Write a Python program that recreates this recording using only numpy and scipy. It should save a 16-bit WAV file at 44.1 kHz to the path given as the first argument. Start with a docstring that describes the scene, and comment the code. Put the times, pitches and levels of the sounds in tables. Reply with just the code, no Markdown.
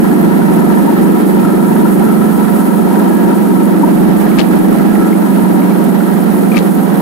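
"""Cruiser motorcycle on a wet street

Heard at road speed from a stereo microphone on the handlebar. The twin's firing makes the exhaust
boom and drone, its valve gear rattles and loose fittings knock over bumps. Wind buffets both
microphone ports and sets hollow parts ringing. The tyres hiss on the wet road, and water twice
spatters on the left port."""
import sys
import numpy as np
from scipy import signal
from scipy.fft import rfft, irfft, next_fast_len
from scipy.io import wavfile
from scipy.ndimage import uniform_filter1d, minimum_filter1d

SR = 44100
rng = np.random.default_rng(int(sys.argv[2]) if len(sys.argv) > 2 else 0)


def to_wav(s):
    """Save 16-bit WAV."""
    ch = np.atleast_2d(s).T  # columns
    pcm = np.round(np.clip(ch, -1, 1) * 32767)  # PCM
    wavfile.write(sys.argv[1], SR, pcm.astype(np.int16))


N = 309141
TIME = np.arange(N) / SR
FREQS = np.maximum(np.fft.rfftfreq(next_fast_len(N), 1 / SR), 1)


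# The exhaust's boom, from the handlebar. Each row: frequency in Hz, left and right level in dB.
BOOM_RESPONSE = [(135, -50, -50), (152, -46, -32), (161, -44, -24.5), (170, -42, -14), (182, -38, -9.8),
                 (195, -38, -9.6), (207, -36, -9.6), (217, -36, -10.8), (224, -36, -15), (233, -38, -19),
                 (243, -35, -25), (268, -37, -32)]
# Its rise and fall along the ride. Each row: time in seconds, gain in dB.
BOOM_GAIN = [(0, 2.5), (1.1, 2), (1.2, -2.5), (1.32, 1.5), (2.2, 3), (2.8, -1), (2.95, 1.5), (3.1, -1.5),
             (3.3, .5), (4.0, 2.5), (4.9, 3), (5.15, 0), (5.9, .5), (6.05, -4.5), (6.15, 0), (6.5, -2),
             (6.7, 0), (7, 0)]

def boom(cycle_hz, cycles, burble_db, waver_db=1.0, dispersion_radians=0.6):
    """Each cycle's firing rings the pipe near 200 Hz: its low harmonics keep in step and throb."""
    out = np.zeros((2, N))
    hz, *ports = np.transpose(BOOM_RESPONSE)
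    for k in range(6, 12):
        pipe = from_db([np.interp(k * cycle_hz, hz, db) for db in ports])
        waver = swell(waver_db * drift(0.92))
        phase = 2 * np.pi * k * cycles + dispersion_radians * (k - 8) ** 2 + 0.06 * drift(2.6)
        out += pipe * waver * np.sin(phase)
    return np.sqrt(2) * from_db(in_time(BOOM_GAIN)[0] + burble_db) * out


# The pipe above its boom, from the handlebar. Each row: frequency in Hz, then levels in dB
# for left when coasting, left at full throttle, and right.
DRONE_RESPONSE = [(267, -47, -30, -27), (298, -32, -34, -52), (317, -14.5, -19, -44),
                  (335, -21, -18.5, -41), (354, -18, -23, -29), (356, -19, -23.5, -31),
                  (385, -23, -25, -31.5), (410, -34, -34, -36), (426, -36, -24, -41), (450, -45, -48, -52),
                  (500, -31, -50, -36), (526, -44, -50, -42), (563, -48, -64, -33), (670, -59, -59, -62)]

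def drone(cycle_hz, cycles, throttle, waver_db=2.5, left_lag_radians=2.21):
    """Higher firing harmonics slide through the pipe's resonances; the throttle shifts their weight."""
    out = np.zeros((2, N))
    hz, *columns = np.transpose(DRONE_RESPONSE)
    for k in range(12, 29):
        coasting, pulling, right = [np.interp(k * cycle_hz, hz, db) for db in columns]
        pipe = from_db([coasting + throttle * (pulling - coasting), right])
        phase = 2 * np.pi * (k * cycles + rng.random()) + 0.087 * drift(1.4)
        out += pipe * swell(waver_db * drift(0.53)) * np.sin([phase - left_lag_radians, phase])
    return np.sqrt(2) * out


# The muffler, behind the microphone. Each row: resonance in Hz, width in Hz, left and right
# level in dB, phase between the ports in radians.
MUFFLER_MODES = [(275, 52, -18.5, -19.5, 0), (345, 99, -23, -32.5, 1)]

def muffler(beat):
    """Puffs of turbulent gas ring in the muffler, a hollow roar between the harmonics."""
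    return sum(at_ports(resonate(white(channels=1) * beat, hz, width_hz), *ports)
               for hz, width_hz, *ports in MUFFLER_MODES)


# Drone and muffler together, along the ride. Each row: time in seconds, gain in dB.
PIPE_GAIN = [(0, 3), (.45, 1.5), (1.1, 2.5), (1.27, 1.5), (1.9, 0), (3.5, 0.5), (3.72, 2.5), (4.12, 0),
             (4.28, -1), (4.7, 1.5), (5.1, 0), (5.6, 1), (6.1, -2.5), (6.28, -1.5), (6.42, 1), (7, -2.5)]

def exhaust(cycle_hz, cycles, throttle, beat, burble_db):
    """The pipe's drone and the muffler's roar swell together above the boom."""
    pipe = drone(cycle_hz, cycles, throttle) + muffler(beat)
    return pipe * from_db(in_time(PIPE_GAIN)[0]) + boom(cycle_hz, cycles, burble_db)


# Wind right on the microphone. Each row: frequency in Hz, left and right level in dB per Hz.
WIND_SPECTRUM = [(40, -72, -58), (106, -79, -76), (134, -64, -57.5), (175, -42, -34), (218, -39.5, -30.5),
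                 (254, -41, -35.5), (299, -39.5, -37), (420, -41, -48), (470, -46, -46.5),
                 (653, -54, -47.5), (700, -52.5, -43.5), (823, -50.5, -47.5), (1010, -60.5, -54.5),
                 (1150, -65, -55), (1470, -65.5, -62), (1725, -68, -61.5), (7500, -87.5, -84.5)]
# Buffeting air at the handlebar. Each row: time in seconds, strength in dB.
BUFFET_GAIN = [(0, 4), (1.03, 7), (1.5, 7), (2.35, 6), (2.75, -2), (3.4, -1), (4.05, 9), (4.9, 9),
               (5.25, 2), (6.1, -2), (7, 2)]
# Lulls behind the windshield. Each row: centre in seconds, half-width in seconds, dip in dB.
BUFFET_LULLS = [(1.2, .08, -20), (2.87, 0.044, -10), (3.62, 0.032, -18), (4.48, 0.055, -12),
                (5.15, 0.066, -11), (5.54, 0.044, -15), (5.73, 0.067, -20), (6.0, 0.069, -13),
                (6.2, .06, -1), (6.42, .04, -7), (6.68, 0.029, -21), (6.85, .03, -15)]

def wind(rush_db, rumble_hz=135, split_hz=420, shedding_db=7, flutter_db=1.5):
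    """Each port has its own eddies: the largest thud, middling ones roar, small ones flutter."""
    buffet_db = in_time(BUFFET_GAIN)[0] + bells(BUFFET_LULLS)
    lows = 1 / (1 + (FREQS / rumble_hz) ** 8)
    below_split = 1 / (1 + (FREQS / split_hz) ** 4)
    air, spectrum = white(), colour(WIND_SPECTRUM)
    eddies = np.array([shedding() for port in range(2)])
    rumble = shaped(air, spectrum * lows) * from_db(buffet_db) * swell(shedding_db * eddies)
    roar_db = 0.041 * buffet_db - 0.2 * (eddies + drift(20) / 2)
    roar = shaped(air, spectrum * (below_split - lows)) * swell(roar_db)
    flutter = np.array([swell(rush_db + flutter_db * drift(27)) for port in range(2)])
    return rumble + roar + shaped(air, spectrum * (1 - below_split)) * flutter


def shedding(rate_hz=7.5, width_hz=4):
    """Eddies break off the windshield at a loose beat: -1 between them, 1 as one hits."""
    return np.tanh(resonate(white(channels=1), rate_hz, width_hz)[0] + drift(3.4) / 2)


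# Hollow parts of the front end, near the microphone. Each row: resonance in Hz, width in Hz,
# left and right level in dB, phase between the ports in radians.
CAVITY_MODES = [(944.5, 50, -25, -67, 1.5), (1265, 74, -40.5, -39.5, -1), (1325, 86, -33, -35.5, 0.4),
                (1745, 140, -36.5, -36.5, 3.5)]
# How strongly they ring. Each row: time in seconds, then a gain in dB for each part, lowest first.
CAVITY_GAINS = [(0, -0.5, 1.8, -0.5, 6.7), (.6, 2.5, 2, 1.5, 5.8), (1.3, 1, 1, -1, 3.7),
                (1.48, 0.5, 1, 4.5, 2.4), (1.8, 3.5, 1, 1, 2.6), (2.2, 1, 0.27, 4.5, 2),
                (3.0, 3.5, 0, .5, 1), (3.75, 0, 0, 0, 1), (4.15, -3, 1.2, -3.5, 3),
                (4.55, -2.5, 2.2, -3.5, 4.3), (4.75, -6, 2, 1.5, 4.3), (5.08, -2, 1, 3.5, 2.2),
                (5.3, 3, 0, 0, 1), (5.75, -1, 0.15, -2.5, 1), (6.4, -2.5, 0, -1.5, 1), (7, -2, 0, -1, 1)]

def cavities(beat, wander_hz=8):
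    """Air and engine shake set hollow parts ringing; their pitch wanders a little with the airflow."""
    out = np.zeros((2, N))
    for (hz, width_hz, *ports), blown_db in zip(CAVITY_MODES, in_time(CAVITY_GAINS)):
        ring = resonate(white(channels=1) * beat, hz, width_hz)
        analytic = signal.hilbert(ring, next_fast_len(N))[..., :N]
        pitch_shift = np.exp(2j * np.pi * np.cumsum(wander_hz * drift(4)) / SR)
        out += from_db(blown_db) * at_ports(np.real(analytic * pitch_shift), *ports)
    return out


# Hoots from the front end, mostly on the left. Each row: centre in seconds, half-width in seconds,
# level in dB, pitch in Hz.
GUST_HOOTS = [(0.503, 0.027, -17, 935), (.74, 0.046, -32, 935), (0.887, 0.014, -10, 928),
              (1.761, 0.0044, -13, 912), (3.84, 0.0066, -1.5, 928), (3.88, .005, -15, 930),
              (4.796, 0.046, -22, 635), (5.77, 0.055, -23, 935), (6.017, 0.043, -30, 924),
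              (4.38, 0.013, -20, 1237), (6.565, .022, -19, 1215)]

def hoots(wobble_radians=0.25, right_db=-16):
    """A gust briefly blows a hollow part into a wobbling tone."""
    wobble = wobble_radians * drift(40)
    tones = sum(bells([(s, half_width_s, from_db(db))]) * np.sin(2 * np.pi * hz * TIME + wobble)
                for s, half_width_s, db, hz in GUST_HOOTS)
    return tones * stereo(0, right_db)


# Valve gear, below the handlebar. Each row: frequency in Hz, left and right level in dB per Hz.
RATTLE_SPECTRUM = [(402, -84, -61), (830, -63, -67.5), (1150, -66.5, -73), (1630, -60.5, -61.5),
                   (2160, -82, -88.5), (4000, -85, -76), (5930, -79.5, -95), (9000, -144, -112)]
# The engine casing around it. Each row: resonance in Hz, width in Hz, left and right level in dB.
CASING_MODES = [(1920, 71, -50, -41.5), (2565, 110, -66, -64), (3140, 85, -50.5, -63), (4330, 60, -56, -72)]

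def rattle(beat):
    """The valve gear makes pulsing mechanical noise, some of it ringing in the casing."""
    out = shaped(white() * beat, colour(RATTLE_SPECTRUM))
    for hz, width_hz, left_db, right_db in CASING_MODES:
        out += stereo(left_db, right_db) * resonate(white() * beat, hz, width_hz)
    return out


def valve_beat(cycles, cycle_depth=0.096, valve_depth=0.22, uneven_db=1.54):
    """The clatter swells once a cycle, with four valve closings inside it."""
    turn = 2 * np.pi * cycles
    pulse = np.exp(cycle_depth * np.cos(turn) + valve_depth * np.cos(4 * turn))
    return rms_one(pulse * from_db(uneven_db * drift(25)))


# Loose fittings on the larger bumps, from the handlebar; the rows at 1.45 and 1.485 s are instead # brief rings
# of a hollow part of the front end near 1.3 kHz. Each row: start in seconds, # left and right level in dB,
# pitch in Hz.
BUMP_KNOCKS = [(.418, -23, -14, 1460), (1.45, -14, -20, 1340), (1.485, -14, -28, 1330),
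               (1.764, -17, -14, 1250), (2.956, -18, -20, 1495), (4.267, -23, -20, 1660),
               (4.316, -27, -24, 2200), (4.793, -31, -28, 1990), (4.919, -24, -16, 1370),
               (4.954, -32, -17, 1870), (5.128, -18.5, -27, 2130), (5.62, -32, -24, 2220),
               (5.71, -27, -28, 2250), (6.005, -18, -17, 1480), (6.518, -14.5, -32, 2300),
               (6.544, -14, -34, 2320)]

def knocks(decay_s=0.0067, gain_db=0.5, roughness=0.11):
    """Each knock rings briefly with one damped mode, roughened by the loose contact."""
    out, t = np.zeros((2, N)), TIME[:SR // 20]
    for s, left_db, right_db, hz in BUMP_KNOCKS + faint_knocks():
        phase = 2 * np.pi * hz * t + roughness * np.cumsum(rng.standard_normal(len(t)))
        ring = from_db(gain_db) * np.sin(phase) * np.exp(-t / decay_s)
        add_at(out, s, stereo(left_db, right_db) * ring)
    return out


def faint_knocks(count=9, left_db=-38, right_db=-26, spread_db=3, low_hz=1300, high_hz=1770):
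    """Small bumps, scattered at random along the road: rows like those of BUMP_KNOCKS."""
    when, strength, pitch = rng.random((count, 3)).T
    db = spread_db * (2 * strength - 1)
    hz = low_hz * (high_hz / low_hz) ** pitch
    return list(zip(when * (TIME[-1] - 0.1), left_db + db, right_db + db, hz))


# Water landing right on the left port. Each row: time in seconds, level in dB, hold in seconds,
# treble cutoff in Hz, level of the thud in dB.
SPLASHES = [(4.387, -7, 0.018, 7000, -1), (6.518, -21, 0.039, 1800, -30), (6.563, -11.5, 0.026, 6000, -3)]
# Its tone at the port, from thud to fizz. Each row: frequency in Hz, relative level in dB.
SPLASH_SPECTRUM = [(90, -1), (280, 23), (700, 7.5), (1400, 5.5), (2400, -2), (4300, 0.5), (5600, -7.5),
                   (7000, -8), (9000, -33), (15000, -25)]

def spatter(attack_s=0.0085, release_s=0.015, thud_hz=254, thud_s=0.008,
            ring_hz=2500, ring_width_hz=700, ring_db=-4):
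    """A splash lands with a thud, holds and dies away as a crackle that sets the left port ringing."""
    crackle, thuds = np.zeros((2, N))
    t = TIME[:SR // 8] - 0.025  # begins early to leave room for the attack
    for s, db, hold_s, cutoff_hz, thud_db in SPLASHES:
        envelope = np.exp(np.minimum(t, 0) / attack_s - np.maximum(t - hold_s, 0) / release_s)
        burst = from_db(db) * envelope * patter(t) * rng.standard_normal(len(t))
        thud = np.exp(-(t / thud_s - 0.5) ** 2) * np.sin(2 * np.pi * thud_hz * t)
        add_at(crackle, s + t[0], signal.lfilter(*signal.butter(1, cutoff_hz, fs=SR), burst))
        add_at(thuds, s + t[0], from_db(thud_db) * thud)
    port_ring = 1 + from_db(ring_db) / (1 + 2j * (FREQS - ring_hz) / ring_width_hz)
    return (shaped(crackle, rms_one(colour(SPLASH_SPECTRUM)) * port_ring) + thuds) * stereo(-4, -32)


def patter(t, count=50, drops_per_s=540, decay_s=0.0031, spread_db=3):
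    """The envelope of a splash's small drops, uneven in spacing and size."""
    arrivals = t[0] + (np.arange(count) + rng.random(count)) / drops_per_s
    sizes = from_db(-spread_db * rng.standard_normal(count))
    return rms_one(sum(size * (t >= at) * np.exp(-np.abs(t - at) / decay_s)
                       for at, size in zip(arrivals, sizes)))


# Big drops within the splashes, on the left port. Each row: start in seconds, level in dB,
# pitch in Hz, decay in seconds.
BIG_DROPS = [(4.387, -2, 2300, .0012), (4.3893, -7, 2450, .0016), (4.3933, -2, 2980, .0015),
             (4.3973, -10.5, 2280, 0.0015), (4.3995, -6, 4300, 0.0013), (4.405, -3, 3700, .0008),
             (4.4142, -12, 3000, 0.0021), (6.56, -16, 2470, 0.0013), (6.5692, -3.5, 2270, 0.0028),
             (6.572, -6.5, 2680, 0.0028), (6.579, -3, 2200, 0.0017), (6.582, -11, 2200, 0.00092),
             (6.5882, -10, 3870, 0.00065), (6.589, -20, 7000, .001)]

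def big_drops(right_db=-26, crack_db=1.0, crack_s=0.0007, crack_top_hz=4800, roughness=0.1):
    """A big drop lands with a sharp crack and a very short, rough ring."""
    out, t = np.zeros(N), TIME[:SR // 50]
    for s, db, hz, decay_s in BIG_DROPS:
        wobble, burst = rng.standard_normal((2, len(t)))
        ring = np.sin(2 * np.pi * hz * t + roughness * np.cumsum(wobble)) * np.exp(-t / decay_s)
        crack = signal.lfilter(*signal.butter(2, crack_top_hz, fs=SR), burst * np.exp(-t / crack_s))
        add_at(out, s, from_db(db) * (ring + from_db(crack_db) * crack))
    return out * stereo(0, right_db)


# Tyre hiss, up from the road. Each row: frequency in Hz, left and right level in dB per Hz.
SPRAY_SPECTRUM = [(5200, -88, -86), (6800, -80.5, -79.5), (8000, -78, -76), (9000, -79, -74),
                  (10000, -79.5, -68.5), (11600, -73.5, -66), (12500, -72.5, -70), (13500, -72, -72),
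                  (15700, -75, -75)]
# Wetness of the street under the wheels. Each row: time in seconds, gain of the spray in dB.
ROAD_WETNESS = [(0, -1.5), (1.2, -1), (2.28, -0.2), (2.35, 2.5), (2.42, 0), (2.65, 0.5), (3.1, -1.5),
                (4.16, -2), (4.21, 3), (4.28, -1.5), (4.9, -1.5), (5.5, 0), (6, -2.4), (6.4, 0), (7, -1.5)]

def tyres(mist_hz=13000, grain_db=1.0, flicker_db=1.45, mist_flicker_db=2.2):
    """Water torn from the tread hisses in fine grains; the finest mist is diffuse."""
    diffuse = 1 / (1 + (mist_hz / FREQS) ** 16)
    spectrum = colour(SPRAY_SPECTRUM)
    grains = white(channels=1) * swell(grain_db * drift(250))
    hiss = shaped(grains, spectrum * np.sqrt(1 - diffuse)) * swell(flicker_db * drift(25))
    mist = shaped(white(), spectrum * np.sqrt(diffuse)) * swell(mist_flicker_db * drift(25))
    return (hiss + mist + sizzle()) * from_db(in_time(ROAD_WETNESS)[0])


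def sizzle(low_hz=9500, high_hz=14000, bands=5, ticks_per_s=700, clump_db=3, spread_db=3.5):
    """Single droplets of spray tick in loose clumps, in a few high bands."""
    out = np.zeros(N)
    for hz in np.geomspace(low_hz, high_hz, bands):
        ticks = rng.random(N) < ticks_per_s / bands / SR * swell(clump_db * drift(12))
        sizes = from_db(spread_db * np.minimum(rng.exponential(1, N), 3))
        out += resonate(ticks * sizes, hz, width_hz=1500)
    return rms_one(out) * stereo(-44, -40)


# The drive train, faint at the handlebar. Each row: multiple of the cycle rate, left and right
# level in dB.
WHINE_TONES = [(9.7, -50, -25), (17.75, -31, -37), (35.5, -48, -42), (38, -40, -50), (72, -47, -46)]

def whine(cycles, waver_db=4.5):
    """Teeth of the drive train mesh at multiples of the engine speed."""
    out = np.zeros((2, N))
    for multiple, left_db, right_db in WHINE_TONES:
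        tone = np.sin(2 * np.pi * multiple * cycles + drift(4.8))
        out += stereo(left_db, right_db) * rms_one(tone * from_db(waver_db * drift(5.1)))
    return out


# Water over the left port. Each row: centre in seconds, half-width in seconds, dip in dB.
WATER_FILMS = [(4.47, 0.043, -2.5), (6.7, 0.12, -1)]

def water_film():
    """Gain of each port: after a splash a film of water briefly turns the left one down."""
    return from_db([bells(WATER_FILMS), np.zeros(N)])


def from_db(db):
    """Decibels to gain."""
    return 10 ** (np.asarray(db) / 20)


def stereo(left_db, right_db):
    """A gain for each port."""
    return from_db([[left_db], [right_db]])


def at_ports(ring, left_db, right_db, radians):
    """One vibration reaches the two ports at different levels and phases."""
    return shaped(ring, stereo(left_db, right_db) * np.exp([[0], [1j * radians]]))


def rms_one(x):
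    """Scale to unit rms."""
    return x / np.sqrt(np.mean(x ** 2) + 1e-20)


def swell(db):
    """A level curve as a gain of unit rms."""
    return rms_one(from_db(db))


def in_time(rows):
    """The columns of a curve at every sample."""
    s, *columns = np.transpose(rows)
    return [np.interp(TIME, s, column) for column in columns]


def bells(rows):
    """A curve made of bell-shaped rises or dips."""
    return sum(height * np.exp(-((TIME - s) / half_width_s) ** 2) for s, half_width_s, height in rows)


def add_at(out, start_s, sound):
    """Mix a short sound into a track."""
    start = round(start_s * SR)
    out[..., start:start + sound.shape[-1]] += sound


def shaped(x, gain):
    """Filter by a gain per frequency."""
    size = next_fast_len(N)
    return irfft(rfft(x, size) * gain, size)[..., :N]


def colour(points):
    """Gain per frequency for each dB column of a spectrum, falling steeply beyond its ends."""
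    hz, *columns = np.transpose(points)
    ends = 1 / np.sqrt((1 + (hz[0] / 2 / FREQS) ** 4) * (1 + (FREQS / hz[-1] / 2) ** 8))
    return from_db([np.interp(np.log(FREQS), np.log(hz), db) for db in columns]) * ends


def resonate(x, hz, width_hz):
    """A resonance with steep skirts, at unit rms."""
    detune = (FREQS ** 2 - hz ** 2) / (FREQS * width_hz * np.pi / 2)
    return rms_one(shaped(x, 1 / (1 + 1j * detune) ** 2))


def white(channels=2):
    """Noise of unit power per Hz."""
    return rng.standard_normal((channels, N)) * np.sqrt(SR / 2)


def drift(rate_hz, step=40, settle=2000):
    """A smooth random curve of unit rms, mostly slower than rate_hz."""
    pole = np.exp(-2 * np.pi * rate_hz * step / SR)
    noise = rng.standard_normal(N // step + settle + 2)
    slow = signal.lfilter([1], [1, -2 * pole, pole * pole], noise)[settle:]
    return np.interp(np.arange(N) / step, np.arange(len(slow)), rms_one(slow))


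def limit(x, ceiling, hold_s):
    """Turn each channel down just enough around its peaks."""
    span = int(hold_s * SR)
    headroom = np.minimum(1, ceiling / (np.abs(x) + 1e-9))
    return x * uniform_filter1d(minimum_filter1d(headroom, span), span)


# Engine speed along the street. Each row: time in seconds, four-stroke cycles per second.
ENGINE_SPEED = [(0, 24.05), (.45, 24.3), (.65, 24.33), (.8, 24.5), (1.1, 24.4), (1.32, 24.12),
                (1.53, 24.32), (3.0, 23.21), (3.36, 23.0), (3.58, 23.13), (3.77, 22.7), (4.5, 22.81),
                (5.0, 23.16), (5.6, 23.04), (5.9, 22.78), (6.08, 22.38), (6.25, 22.5), (7.0, 21.88)]
# The rider's throttle, open at first and again later. Each row: time in seconds, opening from 0 to 1.
THROTTLE_OPENING = [(0, 0.83), (1.2, 0.6), (1.4, 0.23), (4.05, 0.03), (4.25, 0.8), (4.8, 1), (5.1, 0.3)]

def scene(cruise_hz=23.5):
    """The ride from the handlebar: speed and throttle drive the engine, amid wind and spray."""
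    cycle_hz, = in_time(ENGINE_SPEED)
    throttle, = in_time(THROTTLE_OPENING)
    cycles = np.cumsum(cycle_hz) / SR
    rush_db = 0.1 * drift(0.47) - 0.07 * (cycle_hz - cruise_hz) + 1.5 * throttle  # upper wind, rattle
    burble_db = 1.5 * drift(rate_hz=9)
    beat = valve_beat(cycles)
    engine = exhaust(cycle_hz, cycles, throttle, beat, burble_db) + whine(cycles)
    clatter = rattle(beat) * from_db(0.5 * rush_db) + knocks()
    water = tyres() + spatter() + big_drops()
    air = wind(rush_db) + cavities(beat) + hoots()
    return water_film() * (engine + clatter + air) + water


def record(dry, crossover_hz=520, cutoff_hz=15750):
    """One limiter holds down the boom, a faster one catches the remaining peaks; the top is cut."""
    bass = shaped(dry, 1 / (1 + (FREQS / crossover_hz) ** 8))
    held = limit(bass, ceiling=0.88, hold_s=0.006) + dry - bass
    limited = limit(held, ceiling=0.98, hold_s=0.001)
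    return shaped(limited, np.clip((cutoff_hz - FREQS) / 100, 0, 1))


dry = scene()
out = record(dry)
to_wav(out)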